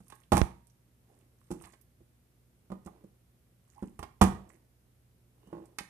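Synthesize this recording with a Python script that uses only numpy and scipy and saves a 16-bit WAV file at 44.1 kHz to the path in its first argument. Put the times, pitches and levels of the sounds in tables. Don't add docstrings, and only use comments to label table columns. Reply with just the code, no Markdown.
import sys
import numpy as np
from scipy import signal
from scipy.fft import rfft, irfft, next_fast_len
from scipy.io import wavfile
from scipy.ndimage import uniform_filter1d

SR = 44100
rng = np.random.default_rng(int(sys.argv[2]) if len(sys.argv) > 2 else 0)


def pcm_store(signal):
    levels = np.round(np.clip(np.atleast_2d(signal), -1, 1) * 32767)
    wavfile.write(sys.argv[1], SR, levels.astype(np.int16).T)


N = 259749
TIME = np.arange(N) / SR
AGE = np.arange(int(.25 * SR)) / SR

# (frequency [Hz], gain [dB])
BUCKLE_COLOUR = [(300, -24), (700, -11.5), (1200, 0.5), (1900, 5), (3000, -1), (4500, -2.5), (7000, -11),
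                 (14000, -28)]


def from_db(db):
    return 10 ** (np.asarray(db) / 20)


def at_hz(points, hz):
    f, value = np.transpose(points)
    return np.interp(np.log(np.maximum(hz, 1)), np.log(f), value)


def rms_one(x, size=None):
    return x / np.sqrt(np.mean(x[..., :size] ** 2) + 1e-20)


def add(track, s, sound):
    i = max(int(round(s * SR)), 0)
    track[i:i + len(sound)] += sound[:max(N - i, 0)]


def colour(x, points):
    size = 4096
    gain_db = at_hz(points, np.fft.rfftfreq(size, 1 / SR))
    cepstrum = irfft(np.log(from_db(gain_db)), size)
    cepstrum[1:size // 2] *= 2
    cepstrum[size // 2 + 1:] = 0
    response = irfft(np.exp(rfft(cepstrum)), size)
    response = response.reshape((1,) * (x.ndim - 1) + (-1,))
    return signal.oaconvolve(x, response, axes=-1)[..., :x.shape[-1]]


def diffuse(size):
    # (frequency [Hz], correlation [-1 to 1])
    likeness = [(130, 0.82), (300, 0.8), (620, 0.19), (1400, 0)]
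    padded = next_fast_len(size, real=True)
    mid, side = rfft(rng.standard_normal((2, padded)))
    alike = np.clip(at_hz(likeness, np.fft.rfftfreq(padded, 1 / SR)), -1, 1)
    common = np.sqrt((1 + alike) / 2) * mid
    opposed = np.sqrt((1 - alike) / 2) * side * [[1], [-1]]
    return irfft(common + opposed, padded)[:, :size]


def snaps(size, per_s, spread_db):
    strength = from_db(spread_db * np.minimum(rng.exponential(1, size), 4))
    return (rng.random(size) < per_s / SR) * strength * rng.choice([-1, 1], size)


def crumple(seconds):
    flurry = snaps(len(AGE), per_s=9000, spread_db=5.5) * np.exp(-AGE / max(seconds, .001))
    return flurry / (np.linalg.norm(flurry) + 1e-12)


def resonate(x, hz, width):
    r = np.exp(-np.pi * width * hz / SR)
    return signal.lfilter([1, 0, -1], [1, -2 * r * np.cos(2 * np.pi * hz / SR), r * r], x + 1e-18)


def grains(clicks, pitches, width):
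    dealt = rng.integers(0, len(pitches), N)
    return sum(resonate(clicks * (dealt == k), hz, width) for k, hz in enumerate(pitches))


def ring(low, high, centre_hz, damping, focus_db=0, vary_db=0, detune=0, below_db=0):
    # (nominal frequency [Hz], relative level [dB], t60 before extra damping [s])
    bottle_modes = [(61, -12, .3), (86, 0, .08), (140, -4, .1), (189, 0, .13), (218, -9, .05),
                    (259, -7, .08), (338, -4, .08), (404, -10, .08), (459, -7, .09), (650, -7, .06),
                    (745, -2, .05), (818, 0, .08), (885, -4, .05), (965, -4, .05), (1092, -3, .07),
                    (1178, -4, .07), (1310, -9, .04), (1600, -2, .03), (1800, 0, .035), (2060, -1, .03),
                    (2450, -3, .03), (2760, -4, .03), (3200, -6, .025), (3750, -2, .025), (4300, -5, .02),
                    (5250, -6, .02)]
    in_range = [mode for mode in bottle_modes if low <= mode[0] < high]
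    hz, level_db, t60 = np.transpose(in_range)[:, :, None]
    octaves = np.log2(hz / centre_hz)
    strength_db = level_db - focus_db * np.abs(octaves) + below_db * np.minimum(octaves, 0)
    strength_db = strength_db + vary_db * rng.standard_normal(hz.shape)
    hz = hz * (1 + detune * rng.uniform(-1, 1, hz.shape))
    decay_db = (60 / t60 + damping) * AGE
    return np.sum(from_db(strength_db - decay_db) * np.sin(2 * np.pi * hz * AGE), axis=0)


def shaken(modes, seconds, rough):
    return modes + rough * signal.fftconvolve(modes, crumple(seconds))[:len(AGE)]


def blow(thump_db, belly_db, wall_db, rib_db, crack_db, seconds, belly_hz, wall_hz,
         damping=0, belly_give_s=0.00044, give_s=.0012, water_lag_s=.002):
    # (frequency [Hz], gain [dB])
    slap_colour = [(100, 2), (250, 5), (550, -6.5), (800, -2), (1150, -3), (1600, -17.5), (3000, -20.5),
                   (8000, -39)]
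    # (frequency [Hz], gain [dB])
    crack_colour = [(1500, -33.5), (3500, -22.5), (5500, -6), (7500, -2.5), (9000, 0), (11000, -5.5),
                    (14500, -15.5)]
    water, belly, wall, ribs = (0, 150), (150, 550), (550, 1450), (1450, 6000)

    give = 1 - np.exp(-AGE / give_s)
    belly_give = 1 - np.exp(-AGE / belly_give_s)
    water_rise = 1 - np.exp(-AGE / water_lag_s)

    rib_hz = 2090 * 2 ** ((crack_db - wall_db) / 9.5)
    water_ring = ring(*water, belly_hz, damping)
    belly_ring = ring(*belly, belly_hz, damping, focus_db=5.0, vary_db=1.8, detune=.025, below_db=9)
    wall_ring = ring(*wall, wall_hz, damping, focus_db=7, vary_db=2.0, detune=.012)
    rib_ring = ring(*ribs, rib_hz, damping, focus_db=5, vary_db=2.0, detune=.08)

    slap = colour(resonate(crumple(1.4 * seconds), wall_hz, width=1.1), slap_colour)
    buckling = rms_one(colour(crumple(1.7 * seconds), BUCKLE_COLOUR))
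    buckling = buckling + .4 * rms_one(shaken(rib_ring, seconds, rough=1.8))
    crack = give * colour(crumple(1.1 * seconds), crack_colour)

    parts = [(thump_db - 4.5, water_rise * water_ring),
             (belly_db - 4.0, belly_give * shaken(belly_ring, seconds, rough=0.38)),
             (wall_db - 3.0, give * shaken(wall_ring, seconds, rough=0.65)),
             (wall_db - 1.0, slap),
             (rib_db - 3.5, buckling),
             (crack_db - 9, crack)]
    return sum(from_db(db) * rms_one(part, size=900) for db, part in parts)


def background():
    # (frequency [Hz], rms level before the channel trim [dB])
    hum_partials = [(60, -73.5), (120, -70.5), (180, -85), (240, -81.5), (300, -94), (360, -89)]
    # (frequency [Hz], gain [dB])
    hush_colour = [(20, -18), (35, -9.5), (62, -4.5), (95, -3.5), (140, -6), (250, -13), (500, -18),
                   (1000, -26.5), (2000, -28.5), (4500, -33), (7000, -33), (10000, -29.5), (14500, -30.5)]
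    hum = 0
    for hz, db in hum_partials:
        phase = rng.random()
        hum = hum + from_db(db) * np.sqrt(2) * np.sin(2 * np.pi * (hz * TIME + phase))
    hush = from_db(-68.5) * rms_one(colour(diffuse(N), hush_colour))
    return hum * from_db([[-1.2], [.6]]) + hush * from_db([[-.6], [.6]])


def knocks(crumple_s=0.0064, unevenness=.25, count=7):
    # (time [s], relative belly level [dB],
    # relative wall level [dB], relative crack level [dB], strongest belly mode [Hz], rocking decay time [s])
    knock_table = [(0.0034, -48.5, -65, -62, 209, 0.0042), (1.5053, -31.5, -51.5, -49, 336, 0.04),
                   (1.5130, -30, -45.5, -40, 157, 0.02), (2.006, -54.5, -79, -80, 190.4, 0.0041),
                   (2.7020, -40, -52.5, -64, 275, 0.0028), (2.7178, -33, -43, -55.5, 250, 0.017),
                   (2.8604, -38.5, -56.5, -48, 185, 0.0044), (3.0394, -45, -71, -68, 250, .003),
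                   (3.8246, -29, -47.5, -56.5, 200, 0.01), (5.472, -49.5, -68.5, -63.5, 183, 0.012),
                   (5.5276, -35, -48.5, -66, 358, 0.063), (5.8058, -44.5, -52.5, -51.5, 306, .005)]
    wall_hz, hand_damping_db_per_s, finger_give_s = 670, 799.5, .0035
    rock_gap_s, rock_db = 0.019, -3
    out = np.zeros(N)
    for s, belly_db, wall_db, crack_db, belly_hz, rocking_s in knock_table:
        thump_db = belly_db - 12 - 16.5 * np.log2(belly_hz / 200)
        rib_db = (wall_db + crack_db) / 2 - 11.5
        knock = blow(thump_db, belly_db, wall_db, rib_db, crack_db, crumple_s, belly_hz, wall_hz,
                     hand_damping_db_per_s, finger_give_s)
        add(out, s, knock)
        gaps = rock_gap_s * (1 + unevenness * rng.uniform(-1.3, 1, count))
        for later in np.cumsum(gaps):
            touch = from_db(rock_db) * np.exp(-later / rocking_s) * knock
            add(out, s + later, rng.choice([-1, 1]) * touch)
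    return out


def room(x, build_s=0.0039):
    # (frequency [Hz], t60 [s])
    room_t60 = [(60, .42), (250, .35), (1000, .35), (2500, .36), (8000, .29), (14000, .25)]
    # (frequency [Hz], level [dB])
    room_level = [(60, -13), (250, -7), (700, -12.5), (2000, -7.5), (5000, -12), (12000, -8)]
    t = TIME[:SR // 2]
    hz = np.fft.rfftfreq(len(t), 1 / SR)
    noise = rfft(diffuse(len(t)))
    response = 0
    centres = np.geomspace(60, 15000, 9)
    for centre, share in zip(centres, np.eye(len(centres))):
        band = irfft(noise * at_hz(np.c_[centres, share], hz), len(t))
        decay = np.exp(-np.log(1000) * t / at_hz(room_t60, centre)) * (1 - np.exp(-t / build_s))
        response = response + from_db(at_hz(room_level, centre)) * band * decay / np.linalg.norm(decay)
    return signal.oaconvolve(x[None], response, axes=1)[:, :N]


def ticks(width=.22, snap_s=0.0064):
    # (time [s], relative level [dB], pitch [Hz])
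    creases = [(0.0812, -49, 10300), (0.152, -53, 9550), (0.2344, -58, 3090), (0.6695, -54, 9200),
               (0.6988, -61.5, 5916), (1.622, -45, 9210), (1.7225, -55.5, 7500), (1.8124, -51.5, 11800),
               (2.8488, -56.5, 7600), (3.7006, -56, 6680), (4.4915, -52.5, 7600), (5.656, -53.5, 8290)]
    out = np.zeros(N)
    for s, level_db, hz in creases:
        pop = rms_one(resonate(crumple(snap_s), hz, width), size=200)
        add(out, s, from_db(level_db - 5.5) * pop)
    return out


def dents():
    # (time [s], relative wall level [dB], relative water thump level [dB], relative rib level [dB],
    # relative crack level [dB], strongest wall mode [Hz])
    dent_table = [(0.0999, -61.5, -58, -58.5, -46.5, 961), (0.1225, -51, -75, -53.5, -55, 1340),
                  (1.6118, -56, -69, -75, -64, 836), (1.6378, -59.5, -52.5, -53.5, -57, 815),
                  (1.6498, -61, -70, -56, -62, 724), (1.666, -56, -64, -71, -81, 1160),
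                  (1.7338, -63.5, -71, -58.5, -60, 725), (2.8727, -47.5, -56, -68, -85, 750),
                  (3.991, -43, -38, -55, -43, 1120), (4.028, -39.5, -47.5, -46, -46, 904),
                  (5.785, -42.5, -63.5, -33, -31, 1270)]
    crumple_s, strongest_belly_hz = .005, 250
    out = np.zeros(N)
    for s, wall_db, thump_db, rib_db, crack_db, wall_hz in dent_table:
        belly_db = (thump_db + wall_db) / 2 - 6
        dent = blow(thump_db, belly_db, wall_db, rib_db, crack_db, crumple_s, strongest_belly_hz, wall_hz)
        add(out, s, dent)
    return out


def crinkling():
    # (middle time [s], relative level [dB], half length [s])
    squeezes = [(0.134, -73, .11), (1.16, -79.5, .09), (1.453, -77, .07), (1.65, -66, .07),
                (3.819, -76.5, .14), (4.52, -72.5, .04), (5.558, -88.5, .2)]
    # (frequency [Hz], gain [dB])
    crinkle_colour = [(500, -17), (1100, -1), (2300, 0.5), (4000, -11.5), (6000, -2), (9000, 6.5),
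                      (14500, -7)]
    pitches = np.linspace(1100, 12500, num=14)
    creases = grains(snaps(N, per_s=700, spread_db=5.0), pitches, width=.16)
    grip = sum(from_db(db) * np.exp(-((TIME - s) / seconds) ** 2) for s, db, seconds in squeezes)
    return from_db(7.0) * grip * rms_one(colour(creases, crinkle_colour))


def landings():
    # (time [s], relative wall level [dB],
    # relative water thump level [dB], relative crack level [dB], crumple time scale [s],
    # strongest wall mode [Hz])
    contacts = [(0.3193, -20.5, -25.5, -27.5, 0.0085, 778), (0.3277, -25.5, -16, -31, 0.015, 755),
                (0.3506, -35.5, -33, -32, 0.032, 812.5), (0.3689, -26.5, -28, -26, 0.0013, 799),
                (0.3771, -28, -23, -26, 0.0045, 746), (4.2117, -21, -26.5, -21.5, .01, 643),
                (4.2161, -18.5, -11.5, -24, .004, 864), (4.2256, -23, -19.5, -28.5, 0.0047, 1156),
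                (4.2359, -32.5, -26, -28, .005, 859)]
    strongest_belly_hz = 192
    out = np.zeros(N)
    for s, wall_db, thump_db, crack_db, seconds, wall_hz in contacts:
        belly_db = (thump_db + wall_db) / 2 + 3.5
        rib_db = (wall_db + crack_db) / 2 - 7.5
        contact = blow(thump_db, belly_db, wall_db, rib_db, crack_db, seconds, strongest_belly_hz, wall_hz)
        add(out, s, contact)
    return out


def lingering_ring():
    # (start time [s], relative level [dB], frequency [Hz], t60 [s])
    lingering = (.33, -44, 943, .62)
    s, db, hz, t60 = lingering
    age = np.maximum(TIME - s, 0)
    return from_db(db) * np.exp(-np.log(1000) * age / t60) * np.sin(2 * np.pi * hz * age)


def port_tap(s=.416, spike_db=-3, spike_s=0.00046, swing_db=-7, swing_hz=54, swing_s=0.0094, click_db=3):
    out = np.zeros(N)
    swing = -from_db(swing_db) * np.sin(2 * np.pi * swing_hz * AGE) * np.exp(-AGE / swing_s)
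    add(out, s, swing)
    add(out, s - .0005, from_db(click_db) * colour(crumple(0.0015), BUCKLE_COLOUR))
    return out + from_db(spike_db) * np.exp(-np.abs(TIME - s) / spike_s)


def sloshing(wobble=0.11):
    # (time [s], relative level [dB])
    sloshes = [(1.118, -65.5), (2.742, -67), (2.938, -64.5), (4.33, -52.5), (5.42, -66.5), (5.551, -56.5)]
    # (time [s], relative level [dB], nominal starting pitch [Hz],
    # mean pitch rise [octaves per s], time to the swell's peak [s])
    gulps = [(1.096, -61, 761, 3.7, 0.0077), (3.747, -53, 773, 2.7, 0.037), (3.779, -44, 926, 12, 0.0033)]
    surge_db_per_s, settle_db_per_s = 199, 75
    bubbles = grains(snaps(N, per_s=940, spread_db=4.0), np.geomspace(280, 1000, num=12), width=0.11)
    unrest = 0
    for s, db in sloshes:
        loss_db = np.maximum(surge_db_per_s * (s - TIME), settle_db_per_s * (TIME - s))
        unrest = unrest + from_db(db - loss_db)
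    out = unrest * rms_one(bubbles)
    for s, db, hz, rise, seconds in gulps:
        swell = (AGE / seconds) ** 2 * np.exp(1 - (AGE / seconds) ** 2)
        unsteady = uniform_filter1d(rng.standard_normal(len(AGE)), size=60)
        pitch = hz * 2 ** (rise * AGE + wobble * rms_one(unsteady))
        add(out, s, from_db(db) * swell * np.sin(2 * np.pi * np.cumsum(pitch) / SR))
    return out


def squeak(width=0.025):
    # (middle time [s], relative level [dB], pitch [Hz], Gaussian half length [s])
    skid = (5.47, -77, 2900, .05)
    s, db, hz, seconds = skid
    whistle = rms_one(resonate(rng.standard_normal(N), hz, width))
    return from_db(db) * np.exp(-((TIME - s) / seconds) ** 2) * whistle


def scene():
    # (frequency [Hz], gain [dB])
    left_shade = [(60, -0.5), (200, 1), (400, 2.5), (700, -4.5), (1250, -11.5), (2300, -6.5), (4200, -1),
                  (6000, -19), (8000, -22.5), (14000, -19.5)]
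    bottle = knocks() + ticks() + dents() + crinkling() + landings() + lingering_ring() + sloshing() + squeak()
    wet_left, wet_right = room(bottle)
    late = np.interp(TIME - .00008, TIME, bottle)
    left = colour(from_db(-5.0) * late + from_db(-2.5) * wet_left, left_shade)
    right = bottle + wet_right + port_tap()
    return np.array([left, right]) + background()


def record(dry, low_cut_hz=40, cutoff_hz=14300):
    thinned = signal.sosfilt(signal.butter(3, low_cut_hz, "high", fs=SR, output="sos"), dry)
    rounded = 1.3 * np.tanh(thinned / 1.3)
    return signal.sosfilt(signal.ellip(10, .1, 80, cutoff_hz, fs=SR, output="sos"), rounded)


dry = scene()
out = record(dry)
pcm_store(out)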